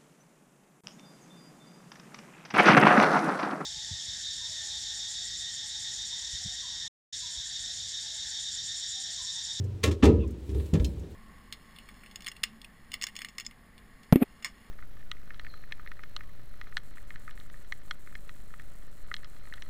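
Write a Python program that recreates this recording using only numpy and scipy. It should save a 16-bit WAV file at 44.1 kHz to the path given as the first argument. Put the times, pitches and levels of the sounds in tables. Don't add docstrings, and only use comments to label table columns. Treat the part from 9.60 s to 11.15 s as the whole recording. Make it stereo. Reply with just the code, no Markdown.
import sys
import numpy as np
from scipy import signal
from scipy.fft import rfft, irfft, next_fast_len
from scipy.io import wavfile
from scipy.ndimage import map_coordinates

SR = 44100
rng = np.random.default_rng(int(sys.argv[2]) if len(sys.argv) > 2 else 0)


def pcm_store(signal):
    levels = np.round(np.clip(np.atleast_2d(signal), -1, 1) * 32767)
    wavfile.write(sys.argv[1], SR, levels.astype(np.int16).T)


N = 68355
TIME = np.arange(N) / SR


def amp(db):
    return 10 ** (np.asarray(db) / 20)


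def unit(x):
    return x / np.sqrt(np.mean(x ** 2) + 1e-20)


def along(points, hz):
    f, v = np.transpose(points)
    return np.interp(np.log(hz + 1), np.log(f + 1), v)


def wobble(rate):
    return map_coordinates(rng.standard_normal(N), [np.arange(N) * min(rate / SR, .5)])


def filtered(x, response):
    size = next_fast_len(N + SR // 2)
    return irfft(rfft(x, size) * response(np.fft.rfftfreq(size, 1 / SR)), size)[..., :N]


def noise(colour, tilt=0):
    eq = lambda hz: amp(along(colour, hz) + tilt * np.log2(hz + 1))
    return unit(filtered(rng.standard_normal(N), eq))


def since(start):
    return np.maximum(TIME - start, 0)


def fade(t, t60):
    return amp(-60 * t / t60)


def swell(t, rise):
    return 1 - np.exp(-t / rise)


def mode(t, hz, t60, phase):
    return np.sin(2 * np.pi * (hz * t + phase)) * fade(t, t60)


def floor_boom(t, hz, t60, rise, partner_ratio=1.27, partner_db=-6):
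    lowest = np.sin(2 * np.pi * hz * t)
    partner = amp(partner_db) * np.sin(2 * np.pi * partner_ratio * hz * t)
    return np.sqrt(2) * (lowest + partner) * swell(t, rise) * fade(t, t60)


# f/Hz, relative level/dB, t60/s
PANEL_MODES = [(154.4, -6, 0.32), (204.9, -6.5, 0.67), (236.7, -3.5, 0.44), (286.2, -4.5, 0.34),
               (314.5, -4.5, 0.18), (345, -2, 0.083), (395, 4.5, .46), (436, -2.5, .3), (466, -1.5, .32),
               (557, -10, 0.57), (600, -9.5, 0.23), (820, -3.5, 0.16), (976.4, -16.5, 0.39),
               (1264, -11, 0.31)]
# f/Hz, relative level/dB
WASH_COLOUR = [(20, -45), (45, -11.5), (70, 4.5), (140, -0.5), (290, -5), (450, -0.5), (600, -3.5),
               (900, -10), (1500, -23), (3000, -65)]
# f/Hz, t60/s
WASH_DECAY = [(60, 0.66), (200, 0.89), (450, 0.69), (750, 0.3), (1500, 0.2)]


def hull_ring(t, tilt, favoured_hz, boost_db, pivot_hz=350, width_octaves=.22,
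              panels_db=-4.5, scatter_db=2.5, wash_db=-2):
    def drive_db(hz):
        octaves_up = np.log2(np.maximum(hz, PANEL_MODES[0][0]) / pivot_hz)
        distance = np.log2((hz + 1) / favoured_hz) / width_octaves
        return tilt * octaves_up + boost_db * np.exp(-.5 * distance ** 2)

    chance = rng.standard_normal((len(PANEL_MODES), 2))
    panels = sum(amp(db + drive_db(hz) - scatter_db * scatter) * mode(t, hz, t60, phase)
                 for (hz, db, t60), (scatter, phase) in zip(PANEL_MODES, chance))
    band_hz, frame_s, bands = signal.stft(noise(WASH_COLOUR), SR, nperseg=1024)
    age = np.interp(frame_s, TIME, t)
    decay = fade(age, along(WASH_DECAY, band_hz)[:, None])
    wash = signal.istft(bands * amp(drive_db(band_hz))[:, None] * decay, SR)[1][:N]
    return amp(panels_db) * panels + amp(wash_db) * wash


# (dB/s, sign ignored)
STEPS = [(-.03, 94.2, -27.5, 0.82, 0.0074, -44.5, 0.011, -6, 141, 5, 5.5),
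         (.237, 81.3, -20, 0.34, 0.02, -28.5, 0.00095, 0.5, 560, 9.5, 59),
         (.274, 82.3, -22.5, 0.25, 0.026, -33, 0.0014, -0.5, 346, 11.5, 36),
         (.429, 73.8, -6, 0.26, 0.037, -19.5, 0.003, 3, 830, 7, 17),
         (.463, 89.4, -23, 0.52, .003, -22.5, 0.0049, -2.5, 429, 12, 33.5),
         (.492, 82.04, -23, 0.47, .014, -26, 0.0025, -7, 440, 16.5, 226),
         (.551, 64.8, -23, 0.59, 0.021, -32, 0.024, -4, 350, 7.5, -4),
         (.887, 69.5, -15.9, .21, .045, -43, 0.0064, -6.5, 430, 9, -1),
         (.948, 72, -23.5, .44, 0.011, -37, 0.0017, -4, 420, 10, 43),
         (1.131, 89, -15, 0.11, 0.0052, -29.5, 0.0069, 1.5, 601, 7, 16),
         (1.132, 160.4, -16, 0.14, 0.0096, -40, 0.0023, -6.5, 158, 14, 4),
         (1.198, 61.8, -21, 0.38, 0.0033, -35.5, 0.0035, -2.5, 380, 2, 7),
         (1.365, 69.6, -29.5, 0.3, 0.026, -52.5, .002, 4, 158, 17, 16),
         (1.433, 68.6, -41, 0.11, 0.0044, -49.5, .002, 0.5, 385, 6, 0)]


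def steps():
    out = np.zeros(N)
    for start, hz, boom_db, t60, rise, ring_db, ring_rise, tilt, favoured_hz, boost_db, damping in STEPS:
        t = since(start)
        out += amp(boom_db) * floor_boom(t, hz, t60, rise)
        ring_envelope = amp(ring_db - abs(damping) * t) * swell(t, ring_rise)
        out += ring_envelope * hull_ring(t, tilt, favoured_hz, boost_db)
    return out


# f/Hz, relative level/dB
LAP_COLOUR = [(20, -5), (70, 7), (150, -3.5), (300, -10.5), (395, -1.5), (470, -2), (700, -14),
              (1500, -61.5)]
# f/Hz, relative level/dB
HISS_COLOUR = [(300, 1.5), (700, 12), (1400, 4), (3600, -0.5), (7000, -6.5), (15000, -24.5)]


def river(lap_db=-47, sway_db=1.5, hiss_db=-55.5):
    lapping = amp(lap_db + sway_db * wobble(11.9)) * noise(LAP_COLOUR)
    return lapping + amp(hiss_db) * noise(HISS_COLOUR)


# t/s, level/dB
JACKET_ENVELOPE = [(.08, -63.5), (.17, -63), (.6, -66), (.79, -61.5), (.88, -52.5), (.98, -49),
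                   (1.071, -48), (1.12, -56), (1.29, -47.5), (1.35, -59), (1.42, -57.5), (1.55, -59)]
# f/Hz, relative level/dB
JACKET_COLOUR = [(500, 11), (1500, -9.5), (3900, -0.5), (5400, -11), (7800, -3), (12000, -8), (15500, -9)]


def jacket(crinkle_db=1.2, flutter_db=1.3):
    level_db = np.interp(TIME, *np.transpose(JACKET_ENVELOPE))
    cloth = noise(JACKET_COLOUR)
    texture = amp(crinkle_db * wobble(130) + flutter_db * wobble(45))
    return amp(level_db) * unit(cloth * texture)


# t/s, level/dB, high-pass corner f/Hz
CLINK_HITS = [(0.041, -42, 5300), (0.675, -41.5, 6300), (.707, -40, 7200), (1.2452, -27.5, 1930),
              (1.395, -43, 5800)]
# f/Hz, relative level/dB
TICK_COLOUR = [(500, 10.5), (2800, 1), (7000, 5), (10000, -8.5), (15500, -9.5)]
# f/Hz, relative level/dB, t60/s
FIXTURE_MODES = [(2670, 2, 0.055), (3130, 3, 0.062), (3700, -4, 0.061), (4150, 0.5, 0.097),
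                 (5250, -2, 0.11)]


def clinks(rise_s=.00062, tick_t60_s=.059, ring_db=-9):
    out = np.zeros(N)
    for start, db, corner_hz in CLINK_HITS:
        t = since(start)
        high_pass = lambda hz: 1 - 1 / (1 + (hz / corner_hz) ** 6)
        tick = filtered(noise(TICK_COLOUR), high_pass) * fade(t, tick_t60_s)
        ring = sum(amp(level) * high_pass(hz) * mode(t, hz, t60, rng.random())
                   for hz, level, t60 in FIXTURE_MODES)
        out += amp(db) * swell(t, rise_s) * (tick + amp(ring_db) * ring)
    return out


# t/s, level/dB, attack/s, t60/s, tilt/(dB/octave)
CLACK_HITS = [(0.2311, -17.5, 0.0094, 0.071, -1), (0.2371, -14.5, 0.0014, 0.022, 2),
              (0.273, -36, .002, 0.14, -5), (0.3107, -33, 0.0018, 0.079, -0.7),
              (0.4244, -19, 0.0037, 0.25, -8), (0.4345, -23.5, 0.0046, 0.084, 0),
              (.453, -26.5, 0.0012, 0.046, .5), (.465, -30.5, 0.0011, 0.43, -10.5),
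              (0.891, -48.5, 0.0023, 0.09, -1), (0.9454, -47.5, 0.0009, 0.033, -0.5),
              (0.997, -43, 0.0008, 0.031, -5), (1.056, -51, 0.0022, .05, 3.5),
              (1.136, -34.5, 0.00046, 0.07, 1), (1.149, -33, 0.002, 0.085, -7),
              (1.1971, -39.5, 0.0003, 0.041, -4), (1.364, -56, 0.00056, 0.034, -6),
              (1.433, -53, 0.00055, 0.014, -11)]
# f/Hz, relative level/dB
CRASH_COLOUR = [(30, -87), (200, -9), (520, -14.5), (700, -12), (920, -8), (1120, 0), (1550, -7),
                (1850, -2.5), (2400, -2.5), (3700, 0), (5000, -3), (7200, -4.5), (10000, -15),
                (15500, -23.5)]
# f/Hz, relative level/dB, t60/s
METAL_MODES = [(1093, -2, .15), (1352, -7, .11), (1685, -6, .15), (1827, -6, .12), (2069, -8, .12),
               (2345, -2, .08), (2440, -6, .1), (2692, -7, .15), (3031, -7, .12), (3465, -3, .07),
               (3573, -7, .08), (3755, -7, .1), (4527, -8, .05), (6331, -14, .12)]


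def clacks(grit_db=2, tail_db=-10, tail_t60_s=.15, ring_db=-7):
    out = np.zeros(N)
    for start, db, rise, t60, tilt in CLACK_HITS:
        t = since(start)
        crash = unit(noise(CRASH_COLOUR, tilt) * amp(grit_db * wobble(700)))
        crash *= fade(t, t60) + amp(tail_db) * fade(t, tail_t60_s)
        ring = sum(amp(level) * mode(t, hz, life, rng.random()) for hz, level, life in METAL_MODES)
        out += amp(db) * swell(t, rise) * (crash + amp(ring_db) * ring)
    return out


# t/s, length/s, f/Hz, pitch drop/fraction, level/dB
SOLE_TONES = [(0.589, 0.065, 2754, 0.12, -48.5), (0.598, 0.06, 3500, .01, -56),
              (0.636, 0.02, 1108, 0.092, -42)]


def sole_squeak(roughness=.045):
    out = np.zeros(N)
    for start, length, hz, drop, db in SOLE_TONES:
        progress = np.minimum(since(start) / length, 1)
        pitch_hz = hz * (1 - drop * progress ** 2 + roughness * wobble(800))
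        arch = 2 * np.sqrt(progress * (1 - progress))
        out += amp(db) * arch * np.sin(2 * np.pi * np.cumsum(pitch_hz) / SR)
    return out


def side_reflections(x, corner_hz=800, t60_s=.081):
    tail = noise([(corner_hz / 2, -20), (corner_hz, 0)]) * fade(TIME, t60_s)
    return signal.fftconvolve(x, tail / np.linalg.norm(tail))[:N]


def scene(left_wet_db=-19, right_wet_db=-7):
    boat = steps() + clacks() + clinks() + sole_squeak() + jacket() + river()
    return np.array([boat + amp(db) * side_reflections(boat) for db in (left_wet_db, right_wet_db)])


# f/Hz, level/dB
RIGHT_EQ = [(60, 2.5), (160, 3.5), (240, 6.5), (310, 11), (400, 7), (480, 7.5), (600, -0.5), (850, -5.5),
            (1250, -13), (2200, -13.5), (3500, -18), (5500, -21.5), (10000, -29.5), (15000, -33)]
# f/Hz, lag/rad
RIGHT_LAG = [(200, 0.033), (280, 0.27), (380, 2.65), (600, 2.507), (1000, 2.13), (1350, 4.68), (15000, 4.8)]


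def record(dry, hiss_db=-87.5, low_cut_hz=25, high_cut_hz=15900):
    right = filtered(dry[1], lambda hz: amp(along(RIGHT_EQ, hz)) * np.exp(-1j * along(RIGHT_LAG, hz)))
    right += amp(hiss_db) * rng.standard_normal(N)
    low_cut = signal.butter(2, low_cut_hz, 'high', fs=SR, output='sos')
    pair = signal.sosfilt(low_cut, np.array([dry[0], right]))
    rounded = pair / (1 + np.abs(pair) ** 6) ** (1 / 6)
    return filtered(rounded, lambda hz: hz < high_cut_hz)


dry = scene()
out = record(dry)
pcm_store(out)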